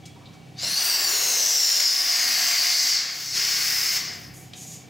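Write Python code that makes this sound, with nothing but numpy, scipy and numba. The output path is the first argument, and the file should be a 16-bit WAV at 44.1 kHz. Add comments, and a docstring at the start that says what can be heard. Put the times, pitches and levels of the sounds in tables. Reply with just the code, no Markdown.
"""Balloon filled from a gas cylinder

A hand opens a gas cylinder in bursts and a balloon swells on the nozzle in a quiet, humming room.
Jet turbulence is noise that rings moving resonators: a ladder of gas modes that climbs as helium drives
out the air and sinks as the balloon grows, the tones of the neck, and the modes of the skin.
Fingers tick on the valve as decaying noise bands, and near the end the neck leaks two thin puffs of hiss.
Motor harmonics, moving air and a faint whine fill the room; hard walls echo the balloon and the valve."""
import sys
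import numpy as np
from scipy import signal
from scipy.fft import rfft, irfft, next_fast_len
from scipy.io import wavfile
from scipy.ndimage import uniform_filter1d
from numba import njit

SR = 44100
rng = np.random.default_rng(int(sys.argv[2]) if len(sys.argv) > 2 else 0)


def natural_amplitude(level_db):
    """Convert a level in decibels to a linear amplitude factor, elementwise."""
    exponent = np.asarray(level_db, float) / 20
    return 10 ** exponent


def persist_wave(psi):
    """Save psi, clipped to +-1, as 16-bit WAV."""
    counts = np.round(np.clip(psi, -1, 1) * 32767).astype(np.int16)
    wavfile.write(sys.argv[1], SR, np.atleast_2d(counts).T)


N = 215957
TIME = np.arange(N) / SR  # s
PAIR = np.array([[1], [-1]])  # signs of the side signal, left and right


def level(x, db):
    """Root-mean-square normalisation: scale to an rms level in dB."""
    return x * natural_amplitude(db) / np.sqrt(np.mean(x ** 2))


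def curves(table):
    """Linear interpolation: the columns after the time column, one value a sample."""
    s, *columns = np.transpose(table)
    return [np.interp(TIME, s, column) for column in columns]


def fade(span, dbs):
    """Exponential gain: slides evenly in dB from one level to another over a span of time."""
    return natural_amplitude(np.interp(TIME, span, dbs))


def colour(x, *spectra, share=1):
    """Spectral shaping: filter by the sum of (Hz, dB) curves, times a share, on a log frequency axis."""
    size = next_fast_len(N)
    log_hz = np.log(np.arange(size // 2 + 1) * SR / size + 1)
    db = 0
    for points in spectra:
        hz, point_db = np.transpose(points)
        db = db + np.interp(log_hz, np.log(hz + 1), point_db)
    return irfft(rfft(x, size) * natural_amplitude(share * db), size)[..., :N]


def band(x, lo_hz, hi_hz):
    """Zero-phase filtering: a gentle band-pass run forwards and backwards."""
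    sos = signal.butter(2, [lo_hz, hi_hz], "bandpass", fs=SR, output="sos")
    return signal.sosfiltfilt(sos, x)


@njit
def resonator(x, hz, width):
    """Damped resonance: a state-variable band-pass with a moving centre and unit gain there."""
    y, b, l = np.empty(len(x)), 0., 0.  # band and low states
    for i in range(len(x)):
        g, k = np.tan(np.pi * hz[i] / SR), width / hz[i]
        v = (b + g * (x[i] - l)) / (1 + g * (g + k))
        b, l, y[i] = 2 * v - b, l + 2 * g * v, k * v
    return y


def walk(rate):
    """Random modulation: levels held 1 / rate seconds and smoothed twice; spread near 1."""
    hold = int(SR / rate)
    steps = np.repeat(rng.standard_normal(N // hold + 1), hold)
    return 1.012 * uniform_filter1d(uniform_filter1d(steps, hold), hold)[:N]


# Motor harmonics. Each row: multiple of the turning rate, relative level in dB.
MOTOR_HARMONICS = [(2, -32), (3, -3.5), (4, -0.5), (5, -4), (6, -12.5), (7, -14), (9, -10.5)]
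# Spectrum of the moving air. Each row: frequency in Hz, relative level per Hz in dB.
AIR_COLOUR = [(24, -48), (40, -16), (96, -8), (154, -2.5), (368, -12.5), (670, -19), (758, -8.5),
              (859, -23.5), (1250, -27), (1520, -27.5), (1960, -25), (2330, -28.5), (2570, -23),
              (6810, -31.5), (15500, -53)]
# Side-to-mid balance of the room as heard, nearly mono around 4.4 kHz.
# Each row: frequency in Hz, side minus mid in dB.
ROOM_SIDE_BALANCE = [(60, -8), (110, -5), (200, -10.5), (380, -5), (700, -7), (1290, -4), (2380, -6),
                     (4400, -25), (8120, -13), (15000, -7)]
MOTOR_HZ, WHINE_HZ = 32.64, 2290  # mean turning rate; centre of the whine
ROOM_DB, AIR_DB, WHINE_DB = -46, -2, -17  # the last two relative to the first


def room():
    """Harmonic and broadband noise: an uneven motor, moving air, a faint whine and microphone hiss."""
    turn = 2 * np.pi * np.cumsum(MOTOR_HZ * (1 + 0.0159 * walk(6))) / SR
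    motor = 0
    for k, db in MOTOR_HARMONICS:
        motor = motor + natural_amplitude(db + 2.7 * walk(9)) * np.sin(k * turn + .5 * walk(12))
    motor = level(motor, -2.2) * natural_amplitude(-.8 * PAIR)  # stronger on the right

    mid = colour(rng.standard_normal(N), AIR_COLOUR)
    side = colour(rng.standard_normal(N), AIR_COLOUR, ROOM_SIDE_BALANCE)
    air = level(mid + side * PAIR, AIR_DB)

    whine = level(resonator(rng.standard_normal(N), np.full(N, WHINE_HZ), 40.), WHINE_DB)
    hiss = colour(rng.standard_normal((2, N)), [(3000, -22), (8000, -4), (16000, -2)])
    return natural_amplitude(ROOM_DB) * (motor + air + whine) + level(hiss, -67.5)


# Fingers on the valve. Each row: start in seconds, relative level in dB, centre in Hz, width in Hz,
# time for the tail to fall 60 dB in seconds.
VALVE_TICKS = [(0.054, -38.5, 5170, 6000, 0.097), (.16, -50, 965, 300, .15), (.21, -54, 1100, 400, 0.32),
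               (.256, -43.5, 3740, 1200, 0.099), (.333, -50, 4380, 5000, 0.12),
               (0.334, -47, 1190, 302, 0.11), (.632, -37, 595, 600, 0.064), (4.533, -32, 3180, 2800, 0.05)]
RING_S, RING_DB, RING_HZ, RING_T60_S = 0.037, -54, 3334, 0.64  # metal
THUMP_S, THUMP_DB, THUMP_HZ, THUMP_LENGTH_S = 4.3, -47, 61.4, .06  # cylinder


def ticks():
    """Free decay after impact: dull cracks with noisy tails, a thin metal ring and a soft low thump."""
    out = np.zeros((2, N))
    for s, db, hz, width, t60 in VALVE_TICKS:
        age = np.maximum(TIME - s, 0)
        crack = .5 * np.exp(-age / 0.0054)
        tail = 1.01 * np.exp(-np.log(1000) * age / t60)
        shape = (crack + tail) * (1 - np.exp(-age / 0.0014))  # soft skin: no sharp edge
        centre, width = np.full(N, float(hz)), float(width)
        mid = resonator(resonator(rng.standard_normal(N), centre, width), centre, width)
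        side = resonator(resonator(rng.standard_normal(N), centre, width), centre, width)
        out += natural_amplitude(db) * shape * level(mid + 0.12 * side * PAIR, -1.8)

    age = np.maximum(TIME - RING_S, 0)
    ring_shape = natural_amplitude(RING_DB + 3.4 * walk(43)) * np.exp(-np.log(1000) * age / RING_T60_S)
    ring = ring_shape * np.sin(2 * np.pi * RING_HZ * age)
    swing = np.exp(-((TIME - THUMP_S) / THUMP_LENGTH_S) ** 2)
    thump = natural_amplitude(THUMP_DB) * swing * np.sin(2 * np.pi * THUMP_HZ * TIME)
    return out + ring + thump


# Puffs from the neck. Each row: start in seconds, attack in seconds, length in seconds, level in dB,
# sizzle relative to the hiss in dB.
LEAK_PUFFS = [(4.335, .006, 0.096, -54, 3), (4.541, 0.043, 0.2, -44, -6)]
# Spectrum of the leak. Each row: frequency in Hz, relative level per Hz in dB.
LEAK_SPECTRUM = [(880, -70), (1500, -33), (2180, -14), (2790, -14), (3200, -13), (4390, -11), (6640, -2.5),
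                 (8660, -6), (12700, -21.5), (15800, -36)]
# Side-to-mid balance as heard, also used by jet(): wide in lows and highs, nearly mono around 4.4 kHz.
# Each row: frequency in Hz, side minus mid in dB.
SIDE_BALANCE = [(110, 0), (300, -11), (700, -7), (1300, -7), (2000, -9), (2700, -23), (4400, -26),
                (6500, -39), (7600, -15), (8600, -4), (11500, -6), (15000, -5.5)]
WHISTLE_HZ, WHISTLE_WIDTH_HZ, WHISTLE_DB = 6740, 710, 3.5  # resonance of the pinched neck
LEAK_FADE_DB_PER_S, SIZZLE_EXTRA_FADE_DB_PER_S = 150, 150


def leak():
    """Constriction noise: a thin hiss rings the pinched neck; each puff swells, holds and fades."""
    mid, side = colour(rng.standard_normal((2, N)), LEAK_SPECTRUM) * natural_amplitude(2.0 * walk(60))
    mid = mid + natural_amplitude(WHISTLE_DB) * resonator(mid, np.full(N, WHISTLE_HZ), WHISTLE_WIDTH_HZ)
    both = mid + colour(side, SIDE_BALANCE) * PAIR
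    hiss = level(band(both, 1200, 8000), 0)
    sizzle = level(band(both, 11200, 20000), 0)
    out = 0
    for s, attack, length, level_db, sizzle_db in LEAK_PUFFS:
        after = np.maximum(TIME - s - length, 0)
        rise = np.clip((TIME - s) / attack, 0, 1)
        shape = rise * natural_amplitude(level_db - LEAK_FADE_DB_PER_S * after)
        sizzle_gain = natural_amplitude(sizzle_db - SIZZLE_EXTRA_FADE_DB_PER_S * after)
        out = out + shape * (hiss + sizzle_gain * sizzle)
    return out


# Modes of the gas in the balloon. Each row: time in seconds, first rung in Hz, rung spacing in Hz,
# first rung level in dB.
GAS_LADDER = [(.58, 6000, 2110, 4), (.63, 7400, 2380, 10), (.7, 8800, 2410, 13), (.8, 8970, 2350, 13),
              (.9, 8280, 2280, 11), (1.0, 7550, 2130, 9.5), (1.2, 6650, 1990, 11), (1.5, 5890, 1750, 12),
              (1.75, 5280, 1620, 10), (2.1, 5100, 1440, 12), (2.3, 4860, 1370, 8), (2.9, 4980, 1320, 6),
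              (3.4, 5250, 1230, 8.5), (4.1, 5170, 1160, 9.5)]
RUNG_WIDTH_HZ, UPPER_WIDTH_HZ = 510, 270.
SQUEEZE = .012  # share of the spacing lost with each higher rung
UPPER_DB, UPPER_FADES_S = (14, 3), (1.13, 2.1)  # upper rungs ring less as the balloon grows


def gas_ladder(noise):
    """Cavity modes: the turbulence rings a first rung and nine upper rungs that glide together."""
    first, spacing, first_db = curves(GAS_LADDER)
    rung = natural_amplitude(2.3 * walk(13)) * resonator(noise, first, RUNG_WIDTH_HZ)
    upper = 0
    for k in range(1, 10):
        hz = first + k * (1 + SQUEEZE * (2 - k)) * spacing  # higher rungs stand closer together
        hz = np.minimum(hz * (1 + 0.0091 * walk(15)), .45 * SR)
        upper = upper + natural_amplitude(3.9 * walk(11)) * resonator(noise, hz, UPPER_WIDTH_HZ)
    return natural_amplitude(first_db) * rung + fade(UPPER_FADES_S, UPPER_DB) * upper


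# Tones of the neck. Each row: time in seconds, lower tone in Hz, upper tone in Hz, level in dB.
NECK_TONES = [(.58, 3730, 4480, 14), (.62, 4180, 5100, 10.5), (.7, 4170, 5940, 14), (.8, 4560, 5930, 13),
              (1.0, 4700, 5480, 10.5), (1.08, 4530, 5700, 11), (1.17, 4130, 5580, 9.5),
              (1.5, 4000, 5430, -1.5), (2.0, 4480, 5740, -9), (2.4, 4480, 5650, 9.5),
              (2.8, 4500, 5580, 5.5), (3.4, 4440, 5800, 4), (4.1, 4570, 5800, 0)]
NECK_WIDTH_HZ = 220


def neck_tones(noise):
    """Duct resonance: two gliding tones of the neck, each wavering in level."""
    low_hz, high_hz, db = curves(NECK_TONES)
    low = natural_amplitude(5.6 * walk(14)) * resonator(noise, low_hz, NECK_WIDTH_HZ)
    high = natural_amplitude(-1.0 + 3.0 * walk(14.2)) * resonator(noise, high_hz, NECK_WIDTH_HZ)
    return natural_amplitude(db) * (low + high)


# Still modes of the skin. Each row: frequency in Hz, width in Hz, level slack in dB, level taut in dB.
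SKIN_MODES = [(732, 120, 5.5, 7), (1750., 780, 1, -1.5), (2070, 400, 0.5, 8.5), (2753, 220, 6, -3),
              (14640, 1100, -12, 4)]
# Low swell, one glide after another. Each row: start in seconds, first frequency in Hz,
# slope in Hz per second, level in dB.
SWELL_GLIDES = [(.58, 700, 650, 2), (.98, 328, 560, 3), (1.45, 484, 360, 1.5), (1.85, 268, 25, 4.5),
                (3.1, 380, 1, 6)]
SLACK_S, TAUT_S = 1.2, 2.45  # the skin begins to tighten; it has stretched tight
SING_S, SING_HZ, SING_DB = (1.9, 2.05, 2.8, 2.95), 728, 11  # swells, holds, stops


def skin_modes(noise):
    """Membrane resonance: still skin modes shift in level; the nozzle sings and a low swell glides."""
    skin = 0
    for hz, width, slack_db, taut_db in SKIN_MODES:
        gain = fade((SLACK_S, TAUT_S), (slack_db, taut_db)) * natural_amplitude(1.4 * walk(6.93))
        skin = skin + gain * resonator(noise, np.full(N, hz), width)

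    sing_shape = np.interp(TIME, SING_S, (0, 1, 1, 0))
    sing = natural_amplitude(SING_DB) * sing_shape * resonator(noise, np.full(N, SING_HZ), 57.0)

    swell_hz, swell_db = np.full(N, float(SWELL_GLIDES[0][1])), 0
    for s, hz, hz_per_s, db in SWELL_GLIDES:
        swell_db = np.where(TIME >= s, db, swell_db)
        swell_hz = np.where(TIME >= s, hz + hz_per_s * (TIME - s), swell_hz)
    swell = natural_amplitude(swell_db) * resonator(noise, swell_hz, 96.0)
    return skin + sing + swell


def balloon(noise):
    """Superposition of modes: turbulence plus its ring in the gas ladder, the neck and the skin."""
    return noise + gas_ladder(noise) + neck_tones(noise) + skin_modes(noise)


# Band levels of the jet over time, in two lists that follow on. Each row: time in seconds, hiss in dB,
# then boom, low rush and sizzle, all three in dB relative to the hiss.
JET_BAND_LEVELS = [
    [(.54, -81, 1, 15, -6), (.59, -37, -9, -36, -24), (.64, -25.5, -11.5, -18, -15),
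     (.74, -24.5, -10, -30, -6), (.77, -14, -13, -21, -11), (.88, -12.5, -7.5, -17.5, -5),
     (1.25, -13.5, -10, -15.5, -5.5), (1.55, -4, -17, -23.5, -9.5), (1.85, -3.5, -14, -26.5, -9.5),
     (2.28, -14, -5.5, -21.5, -3.5), (2.55, -9, -8, -27.5, -5.5), (2.72, -6.5, -11, -29.5, -9.5),
     (2.76, -11.5, -10, -25.5, -5), (2.8, -6.5, -12.5, -28, -9), (2.92, -7.5, -12.5, -27, -11),
     (3.0, -16, -9.5, -26, -19), (3.07, -20, -8.5, -23, -15), (3.2, -26, -12, -23.5, -7.5),
     (3.33, -25.5, -18, -35, -14)],
    [(3.34, -22, -12.5, -28.5, -14), (3.37, -17, -9.5, -26.5, -11), (3.72, -22.5, -7, -24.5, -2),
     (3.97, -20.5, -7.5, -23, -4), (4.01, -29.5, -17, -26, -29), (4.11, -36.5, -7, -16, -16),
     (4.22, -47.5, -1.5, -14, -2), (4.32, -57.5, -1.5, -5, -1), (4.5, -66, 1, 2, -4)],
]
# Spectrum of the jet. Each row: frequency in Hz, relative level per Hz in dB.
JET_SPECTRUM = [(120, -64), (200, -19), (378, -17), (641, -19), (742, -18.5), (906, -17.5), (1110, -12),
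                (1300, -15), (1430, -15), (2090, -16), (3550, -8.5), (5110, -1.5), (6710, -6.5),
                (8820, -15.5), (15500, -14.5)]
# Panning curve, weighted for each side below. Each row: frequency in Hz, lean to the left in dB.
JET_LEAN = [(60, -2.5), (110, -1.0), (200, 2), (380, -0.5), (700, 2.5), (1290, 2.5), (2380, 2), (4400, 0.5),
            (8120, 1.5), (15000, 1)]
JET_START_S = .54


def jet():
    """Turbulent jet noise: bands of hiss, boom, low rush and sizzle rise, flutter and fall."""
    hiss_db, boom_db, rush_db, sizzle_db = curves(np.concatenate(JET_BAND_LEVELS))
    flutter = natural_amplitude(0.97 * walk(150) + 0.9 * walk(12))  # eddies
    mid = colour(balloon(flutter * rng.standard_normal(N)), JET_SPECTRUM)
    side = colour(balloon(flutter * rng.standard_normal(N)), JET_SPECTRUM, SIDE_BALANCE)
    left = colour(mid + side, JET_LEAN, share=0.98)
    right = colour(mid - side, JET_LEAN, share=-0.52)
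    both = np.array([left, right])
    hiss = natural_amplitude(0.004) * level(band(both, 3270, 8630), 0)
    boom = natural_amplitude(boom_db) * level(band(both, 1100, 3460), 0)
    rush = natural_amplitude(rush_db) * level(band(both, 216, 994), 0)
    sizzle = natural_amplitude(sizzle_db) * level(band(both, 8400, .48 * SR), 0)
    return natural_amplitude(hiss_db) * (TIME > JET_START_S) * (hiss + boom + rush + sizzle)


# Reverberation time. Each row: frequency in Hz, time to fall 60 dB in seconds.
WALL_T60 = [(200, 0.72), (2000, 0.65), (5000, 0.29), (10000, 0.27), (16000, 0.45)]
ECHO_DB = -2  # tail energy relative to the direct sound


def echo(x):
    """Diffuse reverberation: hard walls give a dense noise tail that dies sooner in treble than in bass."""
    size = SR // 2
    age, tail = np.arange(size) / SR, 0
    edges = 165 * 2. ** np.arange(8)  # octave bands, Hz
    for lo, hi in zip(edges[:-1], edges[1:]):
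        t60 = np.interp(np.sqrt(lo * hi), *np.transpose(WALL_T60))
        tail = tail + band(rng.standard_normal(size), lo, hi) * np.exp(-np.log(1000) * age / t60)
    tail = tail * (age > .004) * natural_amplitude(ECHO_DB) / np.sqrt(np.sum(tail ** 2))
    wet = signal.fftconvolve(x, tail[None], axes=1)[:, :N]
    return (x + wet) / np.sqrt(1 + natural_amplitude(2 * ECHO_DB))


def scene():
    """Superposition of sources: balloon and valve with their echo, over the room, left and right."""
    return echo(jet() + leak() + ticks()) + room()


LIMIT_DB, RATIO, LISTEN_S, RECOVER_DB_PER_S = -23.5, 6.12, 0.039, 29


def gain_control(x):
    """Dynamic compression: turns down at once what exceeds the limit and recovers at a steady rate."""
    power = uniform_filter1d(np.mean(x ** 2, axis=0), int(LISTEN_S * SR))
    excess_db = np.maximum(10 * np.log10(np.maximum(power, 1e-12)) - LIMIT_DB, 0)
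    cut_db = excess_db * (1 - 1 / RATIO)
    ramp = RECOVER_DB_PER_S * TIME
    return x * natural_amplitude(ramp - np.maximum.accumulate(cut_db + ramp))


def band_limit(x):
    """A steep low-pass at the top of the band."""
    return signal.sosfilt(signal.butter(12, 16920, fs=SR, output="sos"), x)


def record(dry):
    """Band limiting: the camera holds the level down, then cuts the top and the deep bass."""
    held = gain_control(dry)
    low_pass = signal.ellip(10, .2, 70, 15760, fs=SR, output="sos")
    high_pass = signal.butter(2, 65., "highpass", fs=SR, output="sos")
    mix = signal.sosfilt(high_pass, signal.sosfilt(low_pass, held))
    return band_limit(mix)


dry = scene()
out = record(dry)
persist_wave(out)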